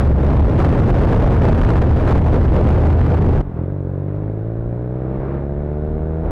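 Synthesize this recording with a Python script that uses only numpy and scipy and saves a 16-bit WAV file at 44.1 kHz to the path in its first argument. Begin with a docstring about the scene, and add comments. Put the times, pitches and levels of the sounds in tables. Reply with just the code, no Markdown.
"""A twin-cylinder motorcycle, heard from a microphone on the rider's chest.
0-3.4 s: top gear on a highway. Gusts overload the microphone and chop up the engine's drone.
3.4 s: abruptly in town. The throttle opens; gas pulses boom in the silencer and bark in the pipes.
3.6-6.3 s: it pulls up through second gear. Two oncoming cars pass and the wind returns."""
import sys
import numpy as np
from scipy import signal
from scipy.fft import rfft, irfft, next_fast_len
from scipy.io import wavfile
from scipy.ndimage import uniform_filter1d

SR = 44100
rng = np.random.default_rng(int(sys.argv[2]) if len(sys.argv) > 2 else 0)


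def waveform_to_disk(signal):
    """Save audio, clipped to [-1, 1], as 16-bit WAV at the path in sys.argv[1]."""
    frames = np.transpose(np.atleast_2d(signal))
    scaled = np.clip(frames, -1, 1) * 32767
    samples = np.round(scaled).astype(np.int16)
    wavfile.write(sys.argv[1], SR, samples)


N = 278252
TIME_S = np.arange(N) / SR
MID_FIRING_HZ = 60

# engine speed: (time [s], firing rate [Hz])
HIGHWAY_FIRING = [(0, 71.4), (.2, 69), (1.0, 80), (2.1, 78), (2.8, 80), (3.42, 85)]
TOWN_FIRING = [(3.44, 48.4), (3.55, 40.4), (3.6, 41.8), (3.69, 47.6), (3.74, 49.6), (3.84, 44.6),
               (3.92, 46.9), (4.0, 47.4), (4.13, 50.0), (5.1, 65.2), (5.92, 76.7), (6.24, 80.2),
               (6.31, 82.1)]
# drone coming and going in the wind: (time [s], swing [relative])
DRONE_SWING = [(0.04, 2.3), (0.24, -0.5), (0.44, 6), (0.56, -5.5), (0.64, -0.2), (1.28, -7.5), (1.36, 2),
               (1.42, 1.5), (1.96, 4), (2.02, -1), (2.24, 4.5), (2.38, -7.5), (2.48, 2.5), (2.66, -6.5),
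               (2.7, 2.5), (3.06, 4.5), (3.24, 0.9), (3.4, -0.5)]
# exhaust resonances at MID_FIRING_HZ: (frequency [Hz], width [Hz], relative gain [dB])
SILENCER_MODES = [(82, 27, -9), (110.7, 26.3, 6.5), (150.4, 16, 0)]
PIPE_MODES = [(310, 39, 0), (345.3, 57, -2.5), (430.3, 39, 1), (552, 70, -7), (572, 110, 2),
              (626, 130, -12)]
# intake resonances: (frequency [Hz], width [Hz], relative gain [dB])
INTAKE_MODES = [(720, 200, 4), (905, 65, 3), (1180, 100, -8), (1370, 150, -6.5)]
# valve gear and engine cases: (frequency [Hz], width per stage [Hz], relative gain [dB])
CASE_MODES = [(1060, 200, 2), (1470, 370, 3), (2250, 400, -15), (3550, 910, -15), (4800, 790, -28.5),
              (7700, 1600, -37.5)]
# highway gusts: (time [s], strength [relative])
GUSTS = [(0.04, -1), (0.18, -3.5), (0.26, -1), (0.56, -0.9), (0.6, 3), (0.82, 0.8), (0.86, 2.2), (1.4, 1.5),
         (1.48, 3), (1.54, 1.5), (1.7, 2.0), (1.96, -0.4), (2.14, 5), (2.22, -4), (2.3, 1.1), (2.5, -0.7),
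         (2.56, 2.5), (2.62, -2.5), (2.68, 3.7), (2.74, -1.1), (3.32, -2.5), (3.4, -0.7)]
# highway wind slaps: (onset [s], peak level [dB])
SLAPS = [(0.601, -16), (0.6452, -15.5), (1.613, -15.5), (1.703, -15), (2.1075, -16), (2.123, -18.5)]
# large, medium and small eddies, and a slap: (frequency [Hz], relative density [dB])
BUFFET_SPECTRUM = [(12, -12), (25, -2.5), (45, 3), (65, 1.5), (100, -6.5), (200, -14.5), (500, -52)]
EDDY_SPECTRUM = [(40, -28), (80, 0), (125, 1), (200, -10), (350, -12.5), (600, -17.5), (1000, -36),
                 (2000, -56)]
FINE_SPECTRUM = [(150, 6), (400, 5.5), (800, 1.5), (1500, -8), (2500, -19), (4000, -29), (7000, -40),
                 (15000, -53.5)]
SLAP_SPECTRUM = [(200, 11.5), (1000, 7), (2800, -10.5), (5000, -27), (15000, -45)]
# rush of air and road, and car tyres: (frequency [Hz], relative density [dB])
RUSH_SPECTRUM = [(60, 5), (170, 16), (400, 11), (600, 5), (900, 0), (1500, -9.5), (2200, -19),
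                 (2950, -29.5), (3900, -36), (4700, -43), (7000, -53), (15000, -60)]
TYRE_SPECTRUM = [(300, -3), (700, 1.5), (1100, 1), (1700, -8), (2300, -13), (3000, -29), (5000, -40.5)]
# swells in the rush: (time [s], half-width [s], boost [dB])
RUSH_SWELLS = [(3.58, 0.076, 5.5), (4.148, 0.14, 3), (5.13, 0.14, 5), (5.324, 0.099, 5.5),
               (6.31, 0.09, 8.5)]
# wind puffs and oncoming cars in town: (time [s], half-width [s], peak level [dB])
PUFFS = [(3.45, 0.069, -29), (4.652, 0.088, -29), (5.201, 0.028, -25), (5.572, 0.041, -30),
         (5.97, 0.12, -29), (6.28, 0.056, -23)]
CARS = [(5.291, 0.15, -41), (5.703, 0.15, -49)]


def highway_engine(swing_db):
    """At speed the firing note dominates; it and the boom swing in level together."""
    firing_hz = curve(HIGHWAY_FIRING)
    clicks = firings(firing_hz, uneven_db=5.5, scatter_db=.5, stagger_s=.0001, jitter_s=.00008)
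    drone = from_db(-13 + swing_db) * np.sin(phase_rad(firing_hz))
    return drone + exhaust(clicks, firing_hz, boom_db=-28 + swing_db, bark_db=-34.5)


def town_engine(firing_hz, open_s=3.53, opening_s=.055):
    """The throttle opens and the exhaust barks; rasp, whirr and firing note grow with the revs."""
    excess_hz = firing_hz - MID_FIRING_HZ
    shut = 1 - np.clip((TIME_S - open_s) / opening_s, 0, 1)
    surge_db = 3 * swell(3.61, .035)  # first loaded firings thump harder
    boom_db = -22.5 - .014 * excess_hz - 4 * shut + surge_db
    bark_db = -29 + .0963 * excess_hz - 23.5 * shut
    clicks = firings(firing_hz, uneven_db=.7, scatter_db=.6, stagger_s=.00006, jitter_s=.00002)
    rasp = from_db(-52.5 + .4 * excess_hz) * intake_rasp(clicks)
    whirr = from_db(-59 + .14 * excess_hz) * valve_whirr(firing_hz)
    note = from_db(-45 + .86 * excess_hz) * np.cos(phase_rad(firing_hz))
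    return exhaust(clicks, firing_hz, boom_db, bark_db) + note + rasp + whirr


def firings(firing_hz, uneven_db, scatter_db, stagger_s, jitter_s):
    """One click per firing; the two cylinders differ in strength and timing."""
    at = np.flatnonzero(np.diff(np.floor(np.cumsum(firing_hz) / SR)))
    cylinder = (-1) ** np.arange(len(at))
    jitter, scatter = rng.standard_normal((len(at), 2)).T
    at = at + np.round(SR * (stagger_s * cylinder + jitter_s * jitter)).astype(int)
    clicks = np.zeros(N)
    clicks[np.clip(at, 0, N - 1)] = from_db(uneven_db * cylinder + scatter_db * scatter)
    return clicks


def exhaust(clicks, firing_hz, boom_db, bark_db):
    """Each rounded gas pulse booms in the silencer and barks in the pipes."""
    # higher revs: shorter pulses, hotter gas, so the pipes ring on a faster clock
    clock = np.cumsum((firing_hz / MID_FIRING_HZ) ** .27)
    pulses = low_pass(np.bincount(clock.astype(int), clicks), 439, order=4)
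    ticks = np.arange(len(pulses))
    boom = np.interp(clock, ticks, resonate(pulses, SILENCER_MODES))
    bark = np.interp(clock, ticks, resonate(pulses, PIPE_MODES))
    return from_db(boom_db) * steady(boom, .051) + from_db(bark_db) * steady(bark, .061)


def intake_rasp(clicks):
    """The intake rings once per firing."""
    return steady(low_pass(resonate(clicks, INTAKE_MODES), 1500, order=4), .05)


def valve_whirr(firing_hz, depth_db=2.2):
    """The valve gear rattles once per firing and rings the cases, two stages per mode."""
    rattle = from_db(depth_db * np.cos(phase_rad(firing_hz))) * rng.standard_normal(N)
    cases = 0
    for hz, width_hz, db in CASE_MODES:
        first_stage = resonate(rattle, [(hz, width_hz, db)])
        cases = cases + resonate(first_stage, [(hz, width_hz, 0)])
    return unit_rms(cases)


def highway_wind(drone_swing_db):
    """Eddies of three sizes tumble over the microphone; the medium ones swell as the drone sinks."""
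    gust = curve(GUSTS)
    buffet_db = -14.5 + .95 * gust + 2 * drift(6.5)
    buffet = from_db(buffet_db) * steady(noise(BUFFET_SPECTRUM), .086)
    eddy_db = -13 + .54 * gust - .13 * drone_swing_db + .74 * drift(5.5)
    eddies = from_db(eddy_db) * steady(noise(EDDY_SPECTRUM), .04)
    fine_db = -24.5 + 1.16 * gust + 2.5 * drift(70)  # short bursts
    return buffet + eddies + from_db(fine_db) * noise(FINE_SPECTRUM)


def wind_slaps(sound, half_width_s=.0024):
    """Each slap of wind blanks the sound for an instant and cracks in its place."""
    gaps = sum(swell(onset_s + half_width_s, half_width_s) for onset_s, _ in SLAPS)
    cracks = sum(from_db(db) * swell(onset_s + half_width_s, half_width_s) for onset_s, db in SLAPS)
    return (1 - np.clip(gaps, 0, 1)) * sound + cracks * noise(SLAP_SPECTRUM)


def town_air(firing_hz):
    """In one gear, speed follows revs: rush and buffeting build, with swells and puffs on top."""
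    excess_hz = firing_hz - MID_FIRING_HZ
    swells_db = sum(db * swell(at_s, half_width_s) for at_s, half_width_s, db in RUSH_SWELLS)
    rush_db = -34.5 + .0768 * excess_hz + swells_db + .83 * drift(40)
    rush = from_db(rush_db) * noise(RUSH_SPECTRUM)
    breeze_gain = from_db(-37.5 + .23 * excess_hz + 1.6 * drift(7.4))
    puff_gain = sum(from_db(db) * swell(at_s, half_width_s) for at_s, half_width_s, db in PUFFS)
    buffet = steady(low_pass(noise(BUFFET_SPECTRUM), 62), .041)
    return rush + (breeze_gain + puff_gain) * buffet


def passing_cars():
    """Tyre noise swells and fades as each car goes by."""
    gain = sum(from_db(db) * swell(at_s, half_width_s) for at_s, half_width_s, db in CARS)
    return gain * noise(TYRE_SPECTRUM)


def from_db(db):
    """Decibels to gain."""
    return 10 ** (np.asarray(db) / 20)


def unit_rms(x):
    """Scale to unit power."""
    return x / np.sqrt(np.mean(x ** 2) + 1e-20)


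def curve(rows):
    """A time table at every sample."""
    return np.interp(TIME_S, *np.transpose(rows))


def phase_rad(hz):
    """Running phase of a varying frequency."""
    return 2 * np.pi * np.cumsum(hz) / SR


def swell(at_s, half_width_s):
    """Gaussian rise to 1 and fall."""
    return np.exp(-((TIME_S - at_s) / half_width_s) ** 2)


def low_pass(x, hz, order=2):
    """Causal low-pass."""
    return signal.sosfilt(signal.butter(order, hz, fs=SR, output="sos"), x)


def noise(spectrum):
    """Unit-power noise with the given spectrum."""
    hz, db = np.transpose(spectrum)
    size = next_fast_len(N)
    bins_hz = np.arange(size // 2 + 1) * SR / size + 1e-3
    gain = from_db(np.interp(np.log(bins_hz), np.log(hz), db, left=-90, right=-120))
    return unit_rms(irfft(rfft(rng.standard_normal(size)) * gain, size)[:N])


def drift(rate_hz):
    """Random wander, unit RMS."""
    return unit_rms(low_pass(rng.standard_normal(N + SR), rate_hz)[SR:])


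def steady(x, span_s):
    """Hold the power at 1 over the given span."""
    size = int(span_s * SR)
    power = uniform_filter1d(uniform_filter1d(x ** 2, size), size)
    return x / np.sqrt(np.abs(power) + 1e-12)


def resonate(x, modes):
    """Parallel two-pole resonators."""
    out = 0
    for hz, width_hz, db in modes:
        r = np.exp(-np.pi * width_hz / SR)
        poles = [1, -2 * r * np.cos(2 * np.pi * hz / SR), r * r]
        out = out + from_db(db) * (1 - r * r) / 2 * signal.lfilter([1, 0, -1], poles, x + 1e-18)
    return out


def scene(town_s=3.413, crossfade_s=.01):
    """The highway gives way abruptly to the town; mono."""
    swing_db = 1.122 * curve(DRONE_SWING)
    highway = wind_slaps(highway_engine(swing_db) + highway_wind(swing_db))
    firing_hz = curve(TOWN_FIRING)
    town = town_engine(firing_hz) + town_air(firing_hz) + passing_cars()
    in_town = np.clip((TIME_S - town_s) / crossfade_s + .5, 0, 1)
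    return ((1 - in_town) * highway + in_town * town)[None]


def record(dry, ceiling=.316, knee=20, cutoff_hz=17000):
    """The microphone overloads into flat tops; faint hiss is added and the top is cut."""
    clipped = dry / (1 + np.abs(dry / ceiling) ** knee) ** (1 / knee)
    hiss = from_db(-77) * low_pass(rng.standard_normal(N), 13000, order=8)
    return signal.sosfilt(signal.cheby2(12, 70, cutoff_hz, fs=SR, output="sos"), clipped + hiss)


dry = scene()
out = record(dry)
waveform_to_disk(out)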